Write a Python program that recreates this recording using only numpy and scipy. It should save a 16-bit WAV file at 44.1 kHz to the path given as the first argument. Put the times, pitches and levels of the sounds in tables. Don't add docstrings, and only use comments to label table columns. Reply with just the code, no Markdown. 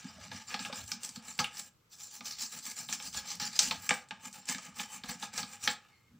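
import sys
import numpy as np
from scipy import signal
from scipy.fft import rfft, irfft
from scipy.io import wavfile
from scipy.ndimage import uniform_filter1d

SR = 44100
rng = np.random.default_rng(int(sys.argv[2]) if len(sys.argv) > 2 else 0)


def gain_from_db(level_db):
    decades = np.asarray(level_db, float) / 20
    return 10 ** decades


def file_out(sig):
    cols = np.atleast_2d(sig).T
    lim = np.clip(cols, -1, 1)
    pcm = np.round(lim * 32767).astype(np.int16)
    wavfile.write(sys.argv[1], SR, pcm)


N = 272979

# [t/s, crackle
# level/dB, rise/s per 10 dB, fall/s per 10 dB]
STROKES = [(0.066, -54.5, -2, 0.1), (0.252, -52.5, 0.1, -0.01), (0.379, -48.5, 0.15, -0.01),
           (0.425, -57, 0.2, -0.1), (0.514, -49, 0.08, -0.06), (0.547, -48.5, 0.12, -0.01),
           (0.813, -48, 0.17, -0.01), (0.893, -48.5, 0.15, 0.07), (1.05, -49.5, 0.1, 0.06),
           (1.171, -48, 0.04, 0), (1.292, -50.5, 0.05, 0.06), (1.355, -56, 0.28, 0),
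           (1.591, -48, 0.08, 0.03), (1.678, -65.5, 0.36, -0.02),
           (1.937, -54, 0.017, 0.025), (2.022, -49.5, 0.054, 0.13), (2.166, -45, 0.075, 0.021),
                  (2.265, -37.5, 0.016, 0.064), (2.31, -41.5, 0.011, 0.031), (2.424, -32.5, 0.036, 0.038),
                  (2.533, -41.5, 0.02, 0.052), (2.586, -49.5, 0.16, 0.013), (2.67, -39.5, 0.032, 0.051),
                  (2.717, -40, 0.0096, 0.0045), (2.784, -41, 0.023, 0.097), (2.905, -40.5, 0.023, 0.035),
                  (2.935, -36, 0.0093, 0.019), (3.072, -40.5, 0.095, 0.022), (3.175, -36, 0.039, 0.035),
                  (3.313, -38.5, 0.055, 0.046), (3.453, -38.5, 0.048, 0.04), (3.565, -35.5, 0.033, 0.013),
                  (3.616, -29.5, 0.017, 0.048), (3.65, -30.5, 0.031, 0.05), (3.865, -43.5, 0.054, 0.022),
           (4.26, -51, 0.036, 0.029), (4.344, -54, 0.0086, 0.061), (4.502, -35, 0.021, 0.04),
                   (4.67, -53, 0.1, 0.038), (4.807, -40.5, 0.04, 0.038), (4.934, -50.5, 0.041, 0.071),
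                   (5.095, -39, 0.011, 0.031), (5.234, -47, 0.026, 0.043), (5.341, -48, 0.014, 0.076),
                   (5.387, -35, 0.015, 0.029), (5.545, -51.5, 0.067, 0.032), (5.641, -38, 0.014, 0.03),
                   (5.713, -44, 0.068, 0.023), (5.84, -74.5, 0.076, 0.087)]
# [t/s, crackle level/dB, fall/s per 10 dB]
REBOUNDS = [
    (0.6, -42.5, -0.02),
    (0.654, -46, -0.06),
    (0.729, -55, -0.1),
    (1.392, -25, -0.02),
    (2.207, -45, 0),
    (3.4, -36.5, 0.09),
    (3.71, -42.5, 0.0763),
    (3.906, -46.5, 0.077),
    (4.113, -69.5, 1.13),
    (5.038, -57, 0.41),
]
# [start t/s, shell level/dB, tips level/dB]
STRETCHES = [
    (0, -2.5, -3.5),
    (.76, -4.5, -1),
    (1.8, -12.5, -7.5),
    (2.5, -6.5, -3.5),
    (3.88, -1, 0),
    (5.78, 1, -23),
]
# [t/s, level/dB]
DRYNESS = [(0, -11), (.4, -9.5), (.7, -4), (1.0, 6), (1.3, 2), (1.45, -10.5), (1.6, 8), (1.95, 8.5),
           (2.3, 0), (2.7, 3), (3.5, -5.5), (3.95, 4.5), (4.1, -11), (4.3, 6.5), (4.6, -3.5), (4.95, 4),
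           (5.2, -3.5), (5.7, 2.5)]
# [t/s, crackle dip/dB, shell dip/dB, top hiss dip/dB]
TURNS = [(.03, 3, 2, 10), (.19, 6.5, 6, 4), (.303, 7, 6, 3), (.456, 7, 14, -4), (.534, 1, -5, 2),
         (.584, -3, 1, 3), (.64, -6, -7, 4), (.716, 11, 0, 8), (.861, 8, 16, -2), (.985, 24, 0, 12),
         (1.135, 6, 6.5, 1), (1.215, 12, -2.5, 8.5), (1.34, 2.5, 9, 2.5), (1.507, 11.5, 0, 13),
         (1.975, 2, -1.5, 2), (2.098, 3.5, 7, 7), (2.195, 0, -1, -6), (2.25, 0.5, -3, -2),
         (2.3, 0.5, -1, -1), (2.366, 3, -3, 4), (2.495, 2, 7, 0), (2.624, 0.5, 7, -1), (2.752, 2, 3, 2),
         (2.87, 6.5, 17, -2), (2.985, 4, 2, -2), (3.113, -0.5, 8, -5), (3.242, 3, -9, 0.5),
         (3.38, 4.5, 2.5, -3), (3.51, 3, 3, 3.5), (3.58, 1.5, 1.5, 0.5), (3.75, 3, -1, 8.5),
         (3.81, 0.5, 0, -1.5), (4.065, 13, -2, -4), (4.185, 9, 0, -4), (4.317, -1, 12, 0),
         (4.43, 4, -1, 13), (4.62, 0, 4, 1), (4.73, 7, 0, 6), (4.885, 3, 0, -4), (5.01, 8, -2.5, 7),
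         (5.179, 3, 5, -6), (5.312, 10, 1, 6), (5.58, 4, -2, 2)]
# [f/Hz, level/dB per Hz]
SLIP_COLOUR = [(300, -34), (1000, -20.5), (3000, -3.5), (4200, -5), (6200, 4), (8000, -11.5), (11000, 1),
               (16000, 2)]
# [f/Hz, width/Hz, level/dB]
TIP_MODES = [(7300, 460, -2.5), (8050, 660, -0.5), (8510, 2830, -7)]
# [f/Hz, width/Hz, level/dB]
SHELL_MODES = [(510, 30, -11), (657, 23, -10), (844, 51.5, 1.5), (1246.5, 71, 0.5), (1671, 96, -1),
               (2135, 275, -2.5), (2400, 158, -8.5), (3043, 96, -3), (3620, 35, -9.5)]
# [f/Hz, width/Hz, depth/0-1]
SHELL_VALLEYS = [(380, 83, 0.2), (981, 142, 0.6), (1450, 140, 0.11)]
# [t/s, peak level/dB, centre f/Hz, upper shell level/dB, lower shell level/dB]
KNOCKS = [(0.3155, -39, 3740, -37, -37), (0.5417, -30, 3900, -27, -28.5), (0.5926, -30.5, 4200, -40, -34.5),
          (0.7265, -29.5, 3970, -39, -34), (1.3901, -21.5, 4470, -25, -25.5),
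          (1.398, -31, 3020, -39, -20.5), (1.412, -42, 2500, -47, -33), (1.4426, -23.5, 2530, -36, -43),
          (2.2075, -38, 4520, -42.5, -40.5), (2.888, -31, 3340, -47, -42),
          (2.9262, -20.5, 6500, -33.5, -62), (3.3988, -26.5, 5460, -42, -42),
          (3.71, -23.5, 4140, -25.5, -26.5), (3.8918, -18, 7160, -22.5, -27), (3.907, -26, 4570, -18, -23),
          (4.1086, -46.5, 3300, -31.5, -33.5), (4.4882, -23.5, 7300, -32, -48),
          (4.547, -36, 4550, -34.5, -53), (4.7934, -35.5, 3270, -39, -34), (5.0362, -37, 3700, -37.5, -41),
          (5.2258, -31.5, 3530, -43, -34.5), (5.43, -29.5, 4400, -39.5, -37),
          (5.6753, -19.5, 3760, -17, -23)]
# [t/s, peak level/dB, centre f/Hz, shell level/dB]
TICKS = [(0.0437, -44, 5700, -55.5), (0.6493, -29.5, 2880, -38.5), (0.917, -23, 5500, -40.5),
         (1.0326, -29, 7800, -67), (1.048, -25, 8500, -71), (1.1596, -36.5, 4270, -48),
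         (1.57, -33.5, 5550, -69), (2.3098, -29.5, 5670, -68), (2.425, -26.5, 7100, -71),
         (2.948, -30, 6600, -48), (3.5907, -7.5, 6300, -57), (3.94, -26, 8550, -40),
         (4.3282, -35.5, 8400, -72), (4.583, -32.5, 6300, -38.5), (5.3372, -30, 7300, -52),
         (5.3773, -22.5, 6340, -47), (1.091, -31.5, 8400, -76), (3, -36, 3020, -40.5),
         (2.352, -42, 5470, -66), (2.595, -41, 5630, -72)]
# [t/s, peak level/dB, centre f/Hz]
SNAPS = [(0.4827, -47, 3060), (0.5054, -33, 2310), (0.5129, -30, 2450), (0.8788, -41, 7510),
         (1.2542, -45, 7300), (1.3552, -47.5, 7320), (1.919, -48, 7400), (2.0012, -44, 5910),
         (2.007, -35, 5860), (2.2558, -28, 6000), (2.324, -31, 5300), (2.3844, -30, 4900),
         (2.518, -38, 8210), (2.5883, -31, 7300), (2.6535, -29, 7600), (2.7083, -31, 7300),
         (2.766, -36.5, 7330), (3.024, -31, 7700), (3.129, -36, 5780), (3.144, -28, 4250),
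         (3.3044, -27, 5740), (3.5921, -11, 4600), (3.5945, -13, 7350), (4.248, -35, 7390),
         (4.4552, -35, 7500), (4.496, -20, 7300), (4.94, -45, 14800), (4.797, -22.5, 3100),
         (5.199, -35, 7740), (5.6395, -31, 5290), (2.226, -44, 7500), (2.607, -41, 9800),
         (3.354, -30, 12000), (4.087, -42, 7550), (3.7123, -21.5, 3930), (1.225, -42, 8000),
         (1.68, -47, 14500), (3.415, -29, 5200), (2.395, -30, 4870), (0.563, -36, 3500),
         (1.379, -31, 13000), (0.879, -30, 10500), (1.597, -26, 7500), (2.267, -35, 6000)]
# [t/s, level/dB]
FLEXES = [(.545, -36), (.728, -32.5), (1.396, -30), (1.41, -28), (2.89, -34), (3.145, -33), (3.40, -37),
          (3.60, -32), (3.909, -14), (3.925, -25), (4.112, -42), (4.5, -31.5), (4.8, -32.5), (5.04, -36),
          (5.228, -31), (5.68, -32)]
# [t/s, level/dB]
THUDS = [(0.0447, -35.5), (0.54, -41), (0.592, -46), (0.933, -42), (1.168, -41), (1.3916, -41),
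         (2.2067, -51), (2.423, -49), (2.888, -47.5), (3.593, -47), (3.892, -42), (3.907, -34),
         (4.107, -56), (4.487, -38.5), (4.547, -38), (4.7929, -41), (5.0349, -42), (5.2263, -40.5),
         (5.43, -42), (0.34, -40.5), (0.722, -40), (2.673, -48), (3.415, -40), (3.67, -38.5), (4.259, -48),
         (4.374, -51), (4.68, -48), (5.088, -40), (5.338, -46), (5.676, -43), (6.137, -59)]
# [f/Hz, width/Hz, level/dB]
COUNTER_MODES = [(145, 34, -0.5), (200.3, 47.6, 0.5), (249.5, 21.3, 4)]
# [t/s, level/dB, slope/ms per 10 dB]
ROCKING = [(0.05, -47, 11), (0.178, -54, 25), (0.291, -50, 56), (0.351, -52, 49), (0.553, -50, 21),
           (0.607, -46, 12), (0.664, -50, 42), (0.734, -54, 32), (0.798, -55, 27), (0.942, -50.5, 26),
           (1.084, -55, 30), (1.177, -48, 15), (1.315, -59.5, 48), (1.411, -35.5, 20), (1.6, -58, 48),
           (2.217, -52, 18), (2.432, -56, 49), (2.57, -55, 38), (2.682, -66, 35), (2.826, -54.5, 42),
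           (2.925, -50.5, 53), (3.011, -54, 17), (3.071, -53.5, 31), (3.169, -50.5, 45), (3.267, -56, 25),
           (3.348, -52.5, 33), (3.426, -57, 14), (3.482, -53, 44), (3.606, -58, 35), (3.682, -45.3, 39),
           (3.761, -46.5, 27), (3.853, -58, 37), (3.914, -45, 21), (4.124, -49.5, 13), (4.27, -56, 44),
           (4.382, -58, 28), (4.51, -50, 16), (4.558, -50, 26), (4.689, -58, 40), (4.807, -49.5, 32),
           (4.975, -58, 32), (5.045, -56, 9), (5.1, -48.5, 12), (5.162, -50, 16), (5.236, -51, 36),
           (5.346, -59, 23), (5.402, -47, 33), (5.442, -50, 53), (5.691, -48.5, 36), (6.152, -57, 42)]
# [f/Hz, time to fall 60 dB/s]
ROOM_DECAY = [(200, 0.24), (1000, 0.32), (3000, 0.24), (8000, 0.2), (15000, 0.16)]
# [t/s, f/Hz, level/dB]
FOOT_GROANS = [
    [(.14, 740, -75), (.17, 640, -57), (.21, 600, -63), (.27, 627, -65)],
    [(.685, 600, -72), (.70, 540, -44.5), (.74, 523, -64), (.80, 580, -64), (.85, 656, -66)],
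    [(3.712, 1210, -25), (3.722, 1070, -42), (3.735, 925, -51), (3.76, 620, -60)],
]
GROAN_WIDTHS = (63, 67, 24)
# [t/s, deep sway level/dB, higher sway level/dB]
RUMBLE = [(0.22, -77, -54), (0.36, -92, -56), (0.64, -71, -57.5), (0.86, -71, -53), (1.19, -75, -67),
          (1.45, -70, -58), (3.19, -55, -78), (3.41, -74, -62.5), (3.69, -57, -70), (3.79, -78, -60),
          (4.77, -81, -68), (5.09, -64, -75), (5.43, -79.5, -68), (5.69, -74, -63), (6.119, -87, -67.5)]
# [t/s, f/Hz, level/dB]
WHISTLE = [
    (5.89, 2150, -90),
    (5.91, 2180, -76),
    (5.98, 2150, -73),
    (6.02, 2120, -84),
    (6.06, 2150, -88),
    (6.08, 2150, -78),
    (6.13, 2150, -90),
]
# [f/Hz, width/Hz, depth/0-1]
PORT_NOTCH = (6620, 420, .75)
# [f/Hz, level/dB]
PORT_COLOUR = [(30, -10), (120, -4), (8000, 3.5), (9200, -3.5), (11300, -12), (13900, -15), (14950, -1),
               (15600, -7), (16100, -63.5)]
# [f/Hz, level/dB per Hz]
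HUSH_COLOUR = [(15, -38), (25, -15.5), (48, -18.5), (113, -4), (291, -19), (449, -19), (486, -20.5),
               (710, -28.5), (1220, -19.5), (1680, -27.5), (2090, -27.5), (7630, -32), (9720, -40.5),
               (13100, -33.5), (15500, -38.5)]
# [f/Hz, level/dB per Hz]
HISS_COLOUR = [(30, -7.5), (200, -6), (1000, -8.5), (4000, -13.5), (12000, -23.5), (15500, -17.5),
               (16200, -62)]

USUAL_DB = -45.5
SHELL_LAG, TIPS_LAG = 0.36, 0.21
TIPS_PER_DRY = 0.49
SPRING_S, SPRING_SHELL_DB, SPRING_TIPS_DB = 0.0015, 1.5, -2
ROUNDNESS = 1.276
LIFT_START_S, LIFT_END_S, LIFT_FADE_S = 1.69, 1.9, 0.012
STALL_S = 0.016
GRIP_HZ = 42.2
WANDER_DB = 2
SNAP_DB, SNAP_SHELL_DB = -4, -26
TICK_SHORT, SNAP_SHORT = 0.93, 0.96


def evened(x):
    return x / np.sqrt(np.mean(x ** 2) + 1e-20)


def read(points, hz):
    f, value = np.transpose(points)
    return np.interp(np.log(hz + 1), np.log(f + 1), value)


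def follow(points):
    return np.interp(np.arange(N) / SR, *np.transpose(points))


def add(mix, s, sound):
    part = mix[round(s * SR):][:len(sound)]
    part += sound[:len(part)]


def resonate(x, hz, width):
    r = np.exp(-np.pi * abs(width) / SR)
    if np.isscalar(hz):
        return 2 * signal.lfilter([1 - r], [1, -r * np.exp(2j * np.pi * hz / SR)], x).real
    turn = np.exp(2j * np.pi * np.cumsum(hz) / SR)
    return 2 * (turn * signal.lfilter([1 - r], [1, -r], x * turn.conj())).real


def ring(x, modes):
    return sum((-1) ** k * gain_from_db(db) * resonate(x, hz, width) for k, (hz, width, db) in enumerate(modes))


def colour(x, points):
    return irfft(rfft(x) * gain_from_db(read(points, np.fft.rfftfreq(len(x), 1 / SR))), len(x))


def slips(per_s, spread_db):
    out = np.zeros(N)
    at = np.flatnonzero(rng.random(N) < per_s / SR)
    size = gain_from_db(spread_db * np.minimum(rng.exponential(1, len(at)), 5))
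    out[at] = size * np.sign(rng.random(len(at)) - 0.5)
    return evened(out)


def swells(s, db, rise, fall, shape=1):
    t = np.arange(0, N + 64, 64) / SR
    off = t[:, None] - s
    slope = np.where(off < 0, abs(rise), abs(fall))
    power = gain_from_db(db - 10 * (abs(off) / slope) ** shape) ** 2
    return np.interp(np.arange(N) / SR, t, np.sqrt(power.sum(1)))


def pressure():
    rebounds = [(s, db, SPRING_S, fall) for s, db, fall in REBOUNDS]
    s, db, rise, fall = np.transpose(STROKES + rebounds)
    since, shell_db, tips_db = np.transpose(STRETCHES)
    where = np.searchsorted(since, s) - 1
    sprung = rise == SPRING_S
    shell_db = shell_db[where] - SHELL_LAG * (db - USUAL_DB) + SPRING_SHELL_DB * sprung
    tips_db = tips_db[where] - TIPS_LAG * (db - USUAL_DB) + SPRING_TIPS_DB * sprung
    tips_db = tips_db + TIPS_PER_DRY * np.interp(s, *np.transpose(DRYNESS))
    t = np.arange(N) / SR
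    outside_lift = np.maximum(LIFT_START_S - t, t - LIFT_END_S)
    touch = np.clip(outside_lift / LIFT_FADE_S + 1, 0.02, 1)
    return [touch * swells(s, db + gain_db, rise, fall, ROUNDNESS) for gain_db in (0, shell_db, tips_db)]


def stalls():
    s, *dips_db = np.transpose(TURNS)
    t = np.arange(0, N + 64, 64) / SR
    slow = np.exp(-((t[:, None] - s) / STALL_S) ** 2 / 2)
    return [np.interp(np.arange(N) / SR, t, gain_from_db(-slow @ db)) for db in dips_db]


def tufts(low_hz, high_hz, cycles, per_s, spread_db):
    t, out = np.arange(400) / SR, np.zeros(N)
    for hz in np.geomspace(low_hz, high_hz, 12):
        twang = t * np.exp(-t * hz * 2 * np.pi / cycles) * np.sin(2 * np.pi * hz * t)
        out += signal.oaconvolve(slips(per_s, spread_db), evened(twang))[:N]
    return evened(out)


def patchy(x, depth_db):
    z = signal.stft(x, SR, nperseg=512)[2]
    patches = uniform_filter1d(rng.standard_normal(z.shape), size=5, axis=0)
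    patches = uniform_filter1d(patches, size=6, axis=1)
    gain = gain_from_db(depth_db * evened(patches))
    return signal.istft(z * evened(gain), SR, nperseg=512)[1][:N]


def brush():
    crackle, force, tips = pressure()
    slow, soft, dull = stalls()
    crackle, force, tips = crackle * slow, force * soft, tips * slow
    clumps = gain_from_db(2.0 * evened(uniform_filter1d(rng.standard_normal(N), size=300)))
    bite = crackle / uniform_filter1d(crackle, size=8000)
    scrape = slips(per_s=4000, spread_db=1.5) * force * bite ** 0.13
    broad = evened(colour(slips(per_s=17000, spread_db=-4.0), SLIP_COLOUR)) * np.sqrt(crackle * tips)
    airy = broad - resonate(resonate(broad, 3600, 9000), 3600, 9000)
    broad += (gain_from_db(follow(DRYNESS)) * dull * bite ** 0.08 - 1) * airy
    twang = gain_from_db(-8.0) * tufts(4090, 7150, cycles=18.0, per_s=460, spread_db=3.0) * crackle
    fizz = gain_from_db(-2.5) * evened(ring(slips(per_s=6000, spread_db=3.5), TIP_MODES)) * tips
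    air = patchy(broad + twang + fizz, depth_db=3.5)
    on_counter = gain_from_db(10.5) * uniform_filter1d(scrape, size=60)
    return clumps * np.array([air, gain_from_db(12.0) * scrape, gain_from_db(14.0) * scrape, on_counter])


def shell(scrape, upper, lower):
    now, steps = np.arange(N), np.arange(0, N + 4000, 4000)
    upper = uniform_filter1d(upper, size=3)
    out = gain_from_db(-8.5) * resonate(upper + scrape[0], 2500, 1420)
    out += gain_from_db(-27.5) * resonate(lower + scrape[1], 670, 960)
    for k, (hz, width, db) in enumerate(SHELL_MODES):
        grip = 1 + 0.014 * np.interp(now, steps, rng.standard_normal(len(steps)))
        free = np.interp(now, steps, gain_from_db(WANDER_DB * rng.standard_normal(len(steps))))
        drive = upper + free * scrape[0] if k > 3 else lower + free * scrape[1]
        out += (-1) ** k * gain_from_db(db) * resonate(drive, hz * grip, max(width, GRIP_HZ))
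    for hz, width, depth in SHELL_VALLEYS:
        out -= depth * resonate(out, hz, width)
    return out


def knocks():
    out, t = np.zeros((4, N)), np.arange(6000) / SR
    hits = KNOCKS + [tick + tick[-1:] for tick in TICKS]
    hits += [(s, db + SNAP_DB, hz, db + SNAP_SHELL_DB, db + SNAP_SHELL_DB) for s, db, hz in SNAPS]
    shorts = [1] * len(KNOCKS) + [TICK_SHORT] * len(TICKS) + [SNAP_SHORT] * len(SNAPS)
    for (s, db, hz, upper_db, lower_db), short in zip(hits, shorts):
        noise = rng.standard_normal(len(t))
        tick = gain_from_db(-7.5 - 60 * t / 0.002)
        crack = gain_from_db(-60 * t / (0.021 * short))
        rattle = gain_from_db(-12.5 - 60 * t / (0.17 * short))
        burst = noise * np.minimum(t / 0.0003, 1) * (tick + crack + rattle)
        tone = resonate(resonate(burst, hz, 0.5 * hz), hz, 0.72 * hz) + gain_from_db(-14.0) * np.gradient(burst)
        tone += gain_from_db(-5.5) * (hz / 6000) ** 2 * np.gradient(noise * gain_from_db(-60 * t / 0.005))
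        tone -= resonate(tone, 450, 1500)
        blow = burst + gain_from_db(6.5) * np.exp(-((t - 0.0004) / 0.00006) ** 2)
        add(out[0], s, gain_from_db(db) * tone / abs(tone).max())
        add(out[1], s, gain_from_db(upper_db + 12) * blow)
        add(out[2], s, gain_from_db(lower_db + 18.0) * burst * np.minimum(t / 0.0034, 1))
    for s, db in FLEXES:
        add(out[2], s, gain_from_db(db + 30.5) * np.gradient(np.exp(-((t - 0.002) / 0.00034) ** 2)))
    for s, db in THUDS:
        add(out[3], s, gain_from_db(db + 41.0) * np.gradient(np.exp(-((t - 0.003) / 0.0011) ** 2)))
    return out


def counter(force):
    return gain_from_db(1.0) * resonate(ring(force, COUNTER_MODES), 190, 300)


def rocking():
    bumps = slips(per_s=550, spread_db=-0.5)
    s, db, slope_ms = np.transpose(ROCKING)
    slope = np.clip(slope_ms, 10, 60) / 1000
    level = swells(s, db, 1.02 * slope, 1.35 * slope, shape=1.69)
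    return gain_from_db(-1.0) * level * evened(ring(ring(bumps, COUNTER_MODES), [(163, 92, 0)]))


def rumble():
    s, *levels = np.transpose(RUMBLE)
    out = np.zeros(N)
    for db, rest_db, hz in zip(levels, (-85.5, -85), (50, 92)):
        sway = resonate(resonate(rng.standard_normal(N), hz, 30), hz, 45)
        out += (swells(s, db + 4.0, rise=0.067, fall=0.029) + gain_from_db(rest_db)) * evened(sway)
    return out


def room(x):
    taps = np.zeros(SR // 2)
    at = np.arange(200, SR // 2 - 20, 20)
    taps[at + rng.integers(0, 20, len(at))] = rng.choice([-1., 1.], len(at))
    hz, t, z = signal.stft(taps, SR, nperseg=256)
    decay = gain_from_db(-60 * t / read(ROOM_DECAY, hz)[:, None])
    tail = signal.istft(z * decay, SR, nperseg=256)[1]
    return signal.fftconvolve(x, tail / np.linalg.norm(tail))[:N]


def whine(rows, width, octave_db):
    s, hz, db = np.transpose(rows)
    t, out = np.arange(s[0], s[-1], 1 / SR), np.zeros(N)
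    hz, noise = np.interp(t, s, hz), rng.standard_normal(len(t))
    tone = resonate(noise, hz, width) + gain_from_db(octave_db) * resonate(noise, 2 * hz, 3 * width)
    add(out, s[0], gain_from_db(np.interp(t, s, db)) * evened(tone))
    return out


def foot_groans():
    return sum(whine(rows, width, -12.5) for rows, width in zip(FOOT_GROANS, GROAN_WIDTHS))


def whistle():
    return gain_from_db(4.5) * whine(WHISTLE, 39.5, -15)


def scene():
    scrub, (air, upper, lower, thuds) = brush(), knocks()
    near = air + scrub[0] + shell(scrub[1:3], upper, lower)
    near += counter(thuds + scrub[3]) + rocking() + rumble()
    one = near + gain_from_db(-10.5) * room(near) + foot_groans() + whistle()
    return np.array([one, one])


def thin_top(x, low_hz, high_hz, below_db, chance_db):
    hz, _, z = signal.stft(x, SR, nperseg=1024)
    power = abs(z[:512]) ** 2
    recent = uniform_filter1d(power.mean(0), size=5, origin=2)
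    recent = np.minimum(recent, np.roll(recent, shift=2))
    bands = uniform_filter1d(power.reshape(64, 8, -1).mean(1), size=2, axis=1)
    band_db = 10 * np.log10(bands / recent + 1e-12)
    luck = evened(uniform_filter1d(rng.standard_normal(band_db.shape), size=3, axis=1))
    weak = np.repeat(band_db + chance_db * luck < below_db, 8, axis=0)
    z[:512] *= 1 - weak * ((hz[:512] > low_hz) & (hz[:512] < high_hz))[:, None]
    return signal.istft(z, SR, nperseg=1024)[1][:N]


def top_cut(x):
    return signal.sosfilt(signal.butter(12, 16810, fs=SR, output="sos"), x)


def record(dry):
    hz, width, depth = PORT_NOTCH
    one = colour(dry[0] - depth * resonate(dry[0], hz, width), PORT_COLOUR)
    one = one + gain_from_db(-71) * evened(colour(rng.standard_normal(N), HUSH_COLOUR))
    one = thin_top(one, low_hz=9600, high_hz=14400, below_db=-20.5, chance_db=3)
    loudness = np.sqrt(abs(uniform_filter1d(one ** 2, size=2000))) / gain_from_db(-59.0)
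    hiss = patchy(evened(colour(rng.standard_normal(N), HISS_COLOUR)), depth_db=5)
    hiss = gain_from_db(-76.5) * (1 + loudness) ** 0.21 * hiss
    return top_cut(np.array([one + hiss, one - hiss]))


dry = scene()
out = record(dry)
file_out(out)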